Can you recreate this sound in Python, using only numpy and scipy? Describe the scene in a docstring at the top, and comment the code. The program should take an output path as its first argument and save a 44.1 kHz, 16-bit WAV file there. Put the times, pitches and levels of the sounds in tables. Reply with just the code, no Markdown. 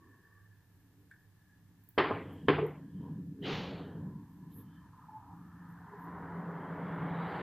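"""A room beside a street: gloved hands turn a small screwdriver and a linked metal bracelet close to a phone.
The hands are faint treble noise, short bursts and damped modes; squeaks and clear tones come and go.
The street is noise in the room's resonances, roar, whirs and an exhaust note that grows as a vehicle nears.
Panel bangs with ragged tails and a puff of brake air stand out over a steady low hum and drone.
The phone's suppressor turns down bands under its noise estimate; hiss lies over all."""
import sys
import numpy as np
from scipy import signal
from scipy.fft import rfft, irfft, next_fast_len
from scipy.io import wavfile
from scipy.ndimage import uniform_filter1d, map_coordinates

SR = 44100
rng = np.random.default_rng(int(sys.argv[2]) if len(sys.argv) > 2 else 0)


def gain_from_db(level_db):
    """Convert decibel levels to linear amplitude factors (20 dB per decade)."""
    decades = np.asarray(level_db, float) / 20
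    return 10 ** decades


def digitize_waveform(pressure):
    """Quantize a signal to 16-bit integers and store it at the path in sys.argv[1].

    Rows of a 2-D input are taken as channels; values are limited to [-1, 1].
    """
    field = np.atleast_2d(pressure).T
    bounded = np.clip(field, -1, 1)
    quanta = np.round(bounded * 32767).astype(np.int16)
    wavfile.write(sys.argv[1], SR, quanta)


N = 327222

# tyre roar as the traffic swells and fades: [t/s, level/dB]
ROAD_LEVEL = [(0, -69.5), (1.9, -68.5), (2.8, -74), (3.05, -62.5), (3.3, -69.5), (3.8, -57), (4.2, -65),
              (5.3, -62.5), (5.8, -57), (6.1, -52), (6.6, -49.5), (7.1, -44.5), (7.42, -41.5)]


def unit(x):
    """Scales a sound to rms 1."""
    return x / np.sqrt(np.mean(x ** 2) + 1e-20)


def along(points, hz):
    """Reads (f/Hz, value) points on a log frequency axis."""
    f, v = np.transpose(points)
    return np.interp(np.log(hz + 1), np.log(f + 1), v)


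def curves(rows):
    """Gives one value per sample for each column after the time."""
    s, *columns = np.transpose(rows)
    return [np.interp(np.arange(N) / SR, s, c) for c in columns]


def wobble(rate, size=N):
    """A smooth random curve through rate knots a second."""
    knots = rng.standard_normal(int(size * rate / SR) + 4)
    return map_coordinates(knots, [np.arange(size) * rate / SR])


def noise(response, size=N):
    """Noise of rms 1, shaped by a gain over frequency."""
    m = next_fast_len(size)
    spectrum = rfft(rng.standard_normal(m)) * response(np.fft.rfftfreq(m, 1 / SR))
    return unit(irfft(spectrum, m)[:size])


def coloured(spectrum, size=N):
    """Noise of rms 1 with a (f/Hz, level/dB) spectrum."""
    return noise(lambda f: gain_from_db(along(spectrum, f)), size)


def resonant(hz, width_hz, size=N):
    """Noise of rms 1 through a resonance applied twice."""
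    return noise(lambda f: (f * width_hz) ** 2 / ((hz * hz - f * f) ** 2 + (f * width_hz) ** 2), size)


def sine(hz):
    """A sine of rms 1 that follows a frequency curve."""
    return np.sqrt(2) * np.sin(2 * np.pi * np.cumsum(hz) / SR)


def swell(s, length):
    """A bell-shaped rise and fall around s."""
    return np.exp(-2 * ((np.arange(N) / SR - s) / length) ** 2)


def ring(modes, t):
    """Each (f/Hz, level/dB, t60/s) mode as a damped sine, one per row."""
    return np.array([gain_from_db(db - 60 * t / t60) * np.sin(2 * np.pi * hz * t) for hz, db, t60 in modes])


def add(track, s, sound):
    """Mixes a sound in at s seconds."""
    part = track[round(s * SR):][:len(sound)]
    part += sound[:len(part)]


def rumble():
    """Engine rumble booms in four room resonances, each one unsteady."""
    # rumble heard in the room: [t/s, level/dB]
    rumble_level = [(0, -71), (.39, -80.5), (1, -71.5), (1.25, -78), (1.7, -67.5), (1.95, -75), (2.12, -51),
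                    (2.29, -48), (2.6, -47), (2.72, -59), (3.02, -45.5), (3.38, -49), (3.49, -40),
                    (3.7, -47.5), (4.19, -48), (4.33, -57), (4.47, -53.5), (4.6, -52), (4.73, -61),
                    (4.85, -60.5), (5.16, -64.5), (5.28, -60.5), (5.34, -57.5), (5.5, -57), (5.9, -56),
                    (6.4, -49), (6.63, -49), (7.17, -45), (7.42, -44.5)]
    # room resonances: [f/Hz, width/Hz]
    room_modes = [(98, 63), (168, 67.5), (280, 48), (420, 295)]
    # the three lower resonances: [level/dB over the rumble's middle, share of its swings]
    lower_booms = [(-5.5, 0.5), (1, 1), (-5, 0.99)]
    # the top resonance: [t/s, level/dB]
    upper_level = [(0, -74), (.4, -75.5), (2.05, -83.5), (2.15, -56), (2.7, -58), (2.89, -75),
                   (3.05, -54.5), (3.4, -69), (3.6, -48.5), (4.1, -57.5), (4.45, -93), (5.89, -91),
                   (6.08, -54.5), (7.42, -45.5)]
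    mid_db = -55.5  # swings count from here
    swing_db = curves(rumble_level)[0] - mid_db
    levels = [mid_db + db + share * swing_db for db, share in lower_booms] + curves(upper_level)
    boom = np.zeros(N)
    for db, (hz, width_hz) in zip(levels, room_modes):
        boom += gain_from_db(db + 1.62 * wobble(9) + 0.97 * wobble(3.0)) * resonant(hz, width_hz)
    return boom


def tyre_roar():
    """Tyres on the road: broad noise that follows the traffic."""
    # tyre roar spectrum: [f/Hz, relative level/dB per Hz]
    tyre_spectrum = [(260, -46), (450, -9.5), (590, -6.5), (702, -3.5), (872, -0.5), (1470, -6),
                     (1710, -8.5), (2150, -13.5), (2500, -20.5), (3100, -22.5), (3640, -26.5),
                     (4700, -32.5), (6000, -54.5), (7800, -84), (13200, -120)]
    return gain_from_db(curves(ROAD_LEVEL)[0]) * coloured(tyre_spectrum)


def whir():
    """Two fluttering bands of noise from the traffic; part of the upper one grows with the roar."""
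    # the lower whir: [t/s, level/dB]
    whir_level = [(0, -63), (.45, -79), (1.7, -91.5), (2.4, -66), (2.85, -69.5), (3.048, -57), (3.3, -76),
                  (4.1, -61), (4.701, -65.5), (4.95, -58), (5.1, -60), (5.601, -61), (6.201, -54.5),
                  (7.42, -57)]
    steady_db, under_road_db = -75, -30
    low_gain = gain_from_db(curves(whir_level)[0])
    high_gain = gain_from_db(steady_db) + gain_from_db(curves(ROAD_LEVEL)[0] + under_road_db)
    high_gain = high_gain * gain_from_db(0.8 * wobble(7.0))
    low = low_gain * gain_from_db(0.3 * wobble(27)) * resonant(990, 140)
    high = high_gain * gain_from_db(0.3 * wobble(27)) * resonant(1720, 240)
    return low + high


def hum():
    """A slightly unsteady narrow hum on a steady low drone, stronger in the right channel."""
    # drone spectrum: [f/Hz, relative level/dB per Hz]
    drone_spectrum = [(20, -39.5), (40, -8.5), (70, -13), (100, 2.5), (130, -8.5), (170, -40), (300, -120)]
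    hum_db, drone_db, lean_db = -69, -72, 2  # hum and drone before the lean
    low = gain_from_db(hum_db + 1.2 * wobble(1.0)) * resonant(100.7, 11.0)
    low = low + gain_from_db(drone_db) * coloured(drone_spectrum)
    return gain_from_db(np.array([[-lean_db], [lean_db]])) * low


def glove_rubs():
    """Knit fibres slip over steel in tiny grains: fluttering treble noise, a faint bed with swells."""
    # fibre spectrum: [f/Hz, relative level/dB per Hz]
    weave_spectrum = [(8000, -65), (9600, -18), (10600, -6.5), (11800, -2.5), (13000, -1.5), (14600, -3),
                      (15200, -14.5), (15400, -63)]
    # glove on metal: [middle t/s, length/s, level/dB]
    rub_list = [(0.274, 0.31, -101), (0.766, 0.11, -90), (1.108, .3, -100), (1.92, 0.15, -83),
                (2.336, 0.025, -78), (2.689, 0.045, -83), (3.528, 0.13, -82), (4.337, 0.093, -89.5),
                (4.578, 0.074, -67.5), (5.715, 0.035, -83.5), (6.029, 0.057, -77), (7.297, 0.1, -92.5)]
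    grain = gain_from_db(1.2 * wobble(300) + 0.85 * wobble(43))
    fibres = unit(grain * coloured(weave_spectrum))
    level = gain_from_db(-86.5) + sum(gain_from_db(db) * swell(s, length) for s, length, db in rub_list)
    return level * fibres


def squeaks():
    """Bands of noise, narrow to broad, that swell and fade."""
    # swells of noise: [middle t/s, length/s, f/Hz, width/Hz, level/dB]
    squeak_list = [(.05, 0.2, 1120, 51, -63.5), (0.362, 0.18, 1147, 55, -65.5), (.2, 0.4, 1480, 90, -77),
                   (0.14, 0.53, 1764, 110, -69.5), (.25, 0.55, 1590, 200, -75.5),
                   (0.07, 0.08, 1000, 70, -71), (0.094, 0.14, 288, 150, -64.5), (0.95, 0.3, 287, 34, -69.5),
                   (1.52, 0.21, 1690, 110, -71.5), (2.155, 0.091, 101.6, 32, -47),
                   (2.162, 0.03, 428, 100.3, -41), (2.363, 0.21, 3160, 494, -70.5),
                   (2.373, 0.46, 2430, 2200, -67.5), (2.554, 0.12, 100, 38, -41.5),
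                   (2.641, 0.076, 405, 112, -36.5), (3.01, 0.22, 3100, 650, -71),
                   (3.453, 0.037, 3020, 500, -48.5), (3.44, 0.012, 1890, 500, -54),
                   (3.954, 0.11, 3200, 250, -76), (3.477, 0.085, 400, 150, -42),
                   (3.903, 0.15, 2940, 400, -75), (4.033, 0.1, 99, 33, -48.5),
                   (4.526, 0.035, 3276, 1500, -67.5), (4.578, 0.056, 11600, 900, -64),
                   (4.592, 0.027, 12500, 700, -73), (4.59, 0.044, 434, 140, -59.5),
                   (4.6, 0.03, 3200, 1500, -66.5), (4.73, 0.13, 3100, 200, -70),
                   (4.73, 0.11, 3500, 199, -77), (4.742, 0.087, 1670, 250, -70.5),
                   (5.265, 0.97, 1230, 201, -64.5), (5.307, 0.1, 854, 201, -59.5),
                   (5.946, 0.052, 430, 150, -58), (6.623, 0.18, 3170, 200, -77),
                   (6.904, 0.19, 3400, 400, -74), (7.2, 0.18, 3900, 400, -72),
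                   (7.398, 0.29, 4133, 1595, -68.5)]
    return sum(gain_from_db(db) * swell(s, length) * resonant(hz, w) for s, length, hz, w, db in squeak_list)


def tones():
    """Brief clear sines, unsteady in pitch and level, that swell and fade."""
    # clear tones: [middle t/s, length/s, mean f/Hz, mean level/dB]
    tone_list = [(0.186, 0.06, 1107, -65), (0.28, 0.06, 1130, -66.5), (0.378, 0.056, 1150, -65),
                 (5.938, 0.058, 410, -54), (2.597, 0.015, 422, -31), (2.636, 0.021, 417, -38),
                 (2.654, 0.0073, 430, -35.5), (2.698, 0.0097, 429, -41), (5.094, 0.012, 875, -54),
                 (5.13, 0.03, 868, -57.5), (5.168, 0.034, 865, -48), (5.203, 0.022, 859, -59)]
    out = np.zeros(N)
    for s, length, hz, db in tone_list:
        level = gain_from_db(db + 2.1 * wobble(60)) * swell(s, length)
        out += level * sine(hz * (1 + 0.0044 * wobble(36)))
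    return out


def link_clicks():
    """Bracelet links click: bursts of treble noise with a fast decay and a weaker, slower one."""
    # links: [t/s, level/dB before a common 9 dB cut, f/Hz, quarter of the slower t60/s]
    click_list = [(1.0535, -74, 12300, 0.03), (1.8382, -51.5, 13000, 0.03), (1.889, -40, 15000, 0.03),
                  (1.8896, -50, 11700, 0.015), (1.9776, -54, 15400, 0.025), (2.334, -62.5, 15500, 0.0216),
                  (2.6658, -48, 12400, 0.025), (3.418, -64, 12000, 0.068)]
    out, t = np.zeros(N), np.arange(SR // 4) / SR
    for s, db, hz, quarter_t60 in click_list:
        shake = gain_from_db(-60 * t / 0.009) + 0.18 * gain_from_db(-60 * t / (4 * quarter_t60))
        add(out, s, gain_from_db(db - 9.0) * shake * resonant(hz, 2500, len(t)))
    return out


def tool_taps():
    """The tool tip lands on steel and chatters: damped modes with a short tick of noise."""
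    # modes of tip on steel, before each tap's gain: [f/Hz, level/dB, t60/s]
    tap_modes = [(1593, -42.5, 0.021), (1760, -53, 0.054), (2200, -51.5, 0.029), (3500, -66, 0.03)]
    # landing and chatter: [t/s, level/dB over the modes, extra level/dB of the top mode]
    tap_list = [(1.113, 1, -3), (1.121, -5, 10), (1.137, -7, 6), (1.145, -10, 6), (1.162, -12, 0)]
    out, t = np.zeros(N), np.arange(SR // 4) / SR
    onset = 1 - np.exp(-t / 0.00069)
    for s, db, top_db in tap_list:
        *low, top = ring(tap_modes, t)
        tick = gain_from_db(-54.5 - 60 * t / 0.02) * resonant(3800, 3600, len(t))
        tick = tick / (1 + gain_from_db(top_db))  # weaker where the top mode is strong
        add(out, s, gain_from_db(db) * onset * (sum(low) + gain_from_db(top_db) * top + tick))
    return out


def bangs():
    """A panel is struck: a snap, a rattling crack, beating modes, and a street tail whose treble dies first."""
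    # strikes: [t/s, level/dB, ring of low, middle, high modes/dB, tail t60/s at 0 Hz, contact dulls above f/Hz]
    bang_list = [(1.9774, -17.5, -9, -18.5, -11, 0.16, 2000), (1.9814, -16, -26, -24.5, -10, 0.72, 7500),
                 (1.999, -24.5, -19, -15.5, -5.5, 0.054, 2500),
                 (2.108, -23.5, -16.5, -8.5, -3.5, 0.057, 1497), (2.4837, -18.5, -2, -5, -6, 0.63, 6500),
                 (2.496, -19.5, -21.5, -0.5, -12, 0.12, 1500), (2.583, -30.5, -3.5, -9, 1, 0.41, 1000)]
    # strike spectrum: [f/Hz, relative level/dB per Hz]
    bang_spectrum = [(40, -48.5), (70, -9.5), (208, -13), (290, -0.5), (690, -8), (830, -4.5), (1060, -4.5),
                     (1670, -8.5), (1930, -8), (3060, -14), (4800, -28), (5600, -39), (6600, -45),
                     (8500, -72.5), (14000, -120)]
    # panel modes, before each strike's gains: [f/Hz, level/dB, t60/s]
    panel_modes = [(150, -10, 0.71), (288, -1, 0.15), (397, 1.5, 0.099), (434, 2, 0.11), (667, -4.5, 0.085),
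                   (813, -13, 0.033), (1063, -3.5, 0.12), (1210, -4.5, 0.1), (1587, -15.5, 0.11),
                   (1740, -12, 0.1), (2004, -12.5, 0.11), (2180, -14.5, 0.09), (2850, -22, 0.1),
                   (3100, -6.5, 0.072), (3360, -17.5, 0.044)]
    snap_db, snap_t60_s, snap_top_hz = -17.5, 0.021, 4500  # level relative to the strike
    ragged_db, ragged_s = 2.5, 0.06  # depth of the tail's patches, time they take to form
    mode_hz = np.array([hz for hz, _, _ in panel_modes])
    group = np.digitize(mode_hz, [350, 550])  # low, middle, high
    out, t = np.zeros(N), np.arange(SR) / SR
    for s, db, low_db, mid_db, high_db, t60, dull_hz in bang_list:
        def colour(f):
            """Strike spectrum, raised a little near each mode and dulled by the contact."""
            peaks = 1 + sum(0.33 / (1 + ((f - hz) / 35) ** 2) for hz in mode_hz)
            return gain_from_db(along(bang_spectrum, f)) * peaks / (1 + (f / dull_hz) ** 4)

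        hz, u, z = signal.stft(noise(colour, SR), SR, nperseg=256)
        life = t60 * (1 + hz[:, None] / 2500) ** -.45
        patches = uniform_filter1d(rng.standard_normal(z.shape), size=4, axis=0)
        echoes = unit(uniform_filter1d(patches, size=7, axis=1))  # uneven walls
        tail_db = ragged_db * np.clip(u / ragged_s, 0, 1) * echoes - 60 * u / life
        tail = signal.istft(z * gain_from_db(tail_db), SR, nperseg=256)[1][:SR]
        rattle = gain_from_db(2.5 * wobble(350, size=SR))  # loose parts: the level jitters fast
        crack = 2.85 * rattle * gain_from_db(-60 * t / 0.06) * noise(colour, SR)
        bright = noise(lambda f: f * colour(f) / (1 + (f / snap_top_hz) ** 4), SR)
        snap = gain_from_db(snap_db - 60 * t / snap_t60_s) * bright
        beating = gain_from_db(0.9 * np.array([wobble(43, size=SR) for _ in panel_modes]))  # loose panel
        soft = 1 / (1 + (mode_hz[:, None] / dull_hz) ** 4)
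        group_gain = gain_from_db(np.array([low_db, mid_db, high_db]))[group, None]
        body = (soft * ring(panel_modes, t) * beating * group_gain).sum(0)
        onset = 1 - np.exp(-t / 0.0011)
        add(out, s, gain_from_db(db) * onset * (gain_from_db(-10.5) * (tail + crack) + body + snap))
    return signal.sosfilt(signal.butter(2, 70, "high", fs=SR, output="sos"), out)


def brake_air():
    """A valve lets out air: a broad rush and a thin treble jet that follow the sagging flow."""
    # rush: [f/Hz, relative level/dB per Hz]
    rush_spectrum = [(260, -1.5), (450, 8.5), (624, -1), (807, 5.5), (1540, -1.5), (2700, -0.5),
                     (2930, 1.5), (4480, -4.5), (4800, -15.5), (6240, -52), (10600, -120)]
    # thin jet: [f/Hz, relative level/dB per Hz]
    jet_spectrum = [(4000, -33), (4800, -2.5), (6000, -8.5), (6800, -11), (7200, -28), (8500, -35),
                    (10000, -94)]
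    valve_s, open_s, shut_s = 3.405, 0.083, 4.12  # valve opens, time scale of opening, tank's last breath
    rush_db, jet_db, sag_db_per_s = -30.5, -50.5, 69.5  # levels at full flow; sag of the flow
    t = np.clip(np.arange(N) / SR - valve_s, 0, None)
    opening = 1 - np.exp(-(t / open_s) ** 2)
    closing = np.clip((shut_s - valve_s - t) / .08, 0, 1)
    flow = opening * gain_from_db(-sag_db_per_s * t) * closing
    rush = gain_from_db(rush_db) * flow * coloured(rush_spectrum)
    jet = gain_from_db(jet_db) * flow ** 0.93 * coloured(jet_spectrum)  # swings slightly less than the rush
    return rush + jet


def engine():
    """The nearing vehicle's exhaust note: a sine, slightly unsteady in pitch and level."""
    # exhaust note: [t/s, mean f/Hz, mean level/dB]
    exhaust_note = [(5.25, 173.8, -75), (5.35, 172.7, -56), (5.72, 172.4, -54), (5.8, 172.3, -60),
                    (6.0, 172.4, -52.5), (6.3, 171.5, -47), (6.5, 170.5, -41.5), (6.65, 169.6, -50.5),
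                    (6.72, 168.5, -45.5), (6.93, 168, -43.5), (7.2, 167.5, -36.5), (7.3, 169.4, -46),
                    (7.39, 181, -48), (7.42, 180, -50)]
    hz, db = curves(exhaust_note)
    return gain_from_db(db + 0.98 * wobble(12)) * sine(hz + 0.94 * wobble(15))


def scene():
    """All sources are mixed in mono; the channels differ faintly by a smeared copy of the mix, and a slightly
    leaning hum is added."""
    # faint side signal: [f/Hz, level/dB relative to the mono mix]
    side_spectrum = [(30, -12), (60, -24.5), (150, -64.5), (300, -72), (600, -44), (1500, -37.5),
                     (4000, -22.5), (12000, -12)]
    x = rumble() + tyre_roar() + whir() + glove_rubs() + squeaks() + tones()
    x = x + link_clicks() + tool_taps() + bangs() + brake_air() + engine()
    t = np.arange(SR // 20) / SR
    smear = rng.standard_normal(len(t)) * gain_from_db(-60 * t / 0.039)
    smear = smear / np.linalg.norm(smear)
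    m = next_fast_len(N + SR)
    tint = gain_from_db(along(side_spectrum, np.fft.rfftfreq(m, 1 / SR)))
    side = irfft(rfft(x, m) * rfft(smear, m) * tint, m)[:N]
    return np.array([x + side, x - side]) + hum()


def suppress(x, steep, floor_db, size=512):
    """Bands under the noise estimate are turned down in proportion; they open fast and close slowly."""
    # noise estimate: [f/Hz, level/dB of white noise with that density]
    noise_estimate = [(400, -67.5), (490, -30.5), (700, -38.5), (850, -40.5), (1000, -35), (1300, -41.5),
                      (1750, -50), (2200, -43.5), (3000, -49.5), (3800, -51), (4700, -52), (6500, -54),
                      (8000, -100)]
    overlap = size * 3 // 4
    hz, _, z = signal.stft(x, SR, nperseg=size, noverlap=overlap, boundary="even")
    # the first channel steers both; the factor gives the level of white noise with this density
    power = uniform_filter1d(abs(z[0]) ** 2 * size * 2 / 3, size=3, axis=0)
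    slow = signal.lfilter([.06], [1, -.94], power)
    fast = uniform_filter1d(power, size=5, axis=1) / 4
    level_db = 10 * np.log10(np.maximum(slow, fast) + 1e-15)
    gain_db = np.clip(steep * (level_db - along(noise_estimate, hz)[:, None]), floor_db, 0)
    return signal.istft(z * gain_from_db(gain_db), SR, nperseg=size, noverlap=overlap)[1][:, :N]


def roll_off(x):
    """The treble ends steeply here."""
    return signal.sosfilt(signal.butter(12, 16480, fs=SR, output="sos"), x)


def record(dry):
    """The phone: suppressor, each channel's own band-limited hiss, and a fade of 200 samples at the end."""
    # microphone hiss: [f/Hz, relative level/dB per Hz]
    hiss_spectrum = [(15, -44), (25, -3.5), (101, -8.5), (155, -15.5), (356, -16.5), (396, -20), (518, -27),
                     (1730, -23.5), (1930, -24), (15200, -31)]
    top_hz = 15250
    hiss = np.array([noise(lambda f: gain_from_db(along(hiss_spectrum, f)) * (f < top_hz)) for _ in dry])
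    padded = np.pad(dry, ((0, 0), (0, SR // 8)), "reflect")
    quiet = suppress(padded, steep=1.38, floor_db=-13.0)
    fade = np.clip((N - np.arange(N)) / 200, 0, 1)
    mix = (quiet + gain_from_db(-75.0) * hiss) * fade
    return roll_off(mix)


dry = scene()
out = record(dry)
digitize_waveform(out)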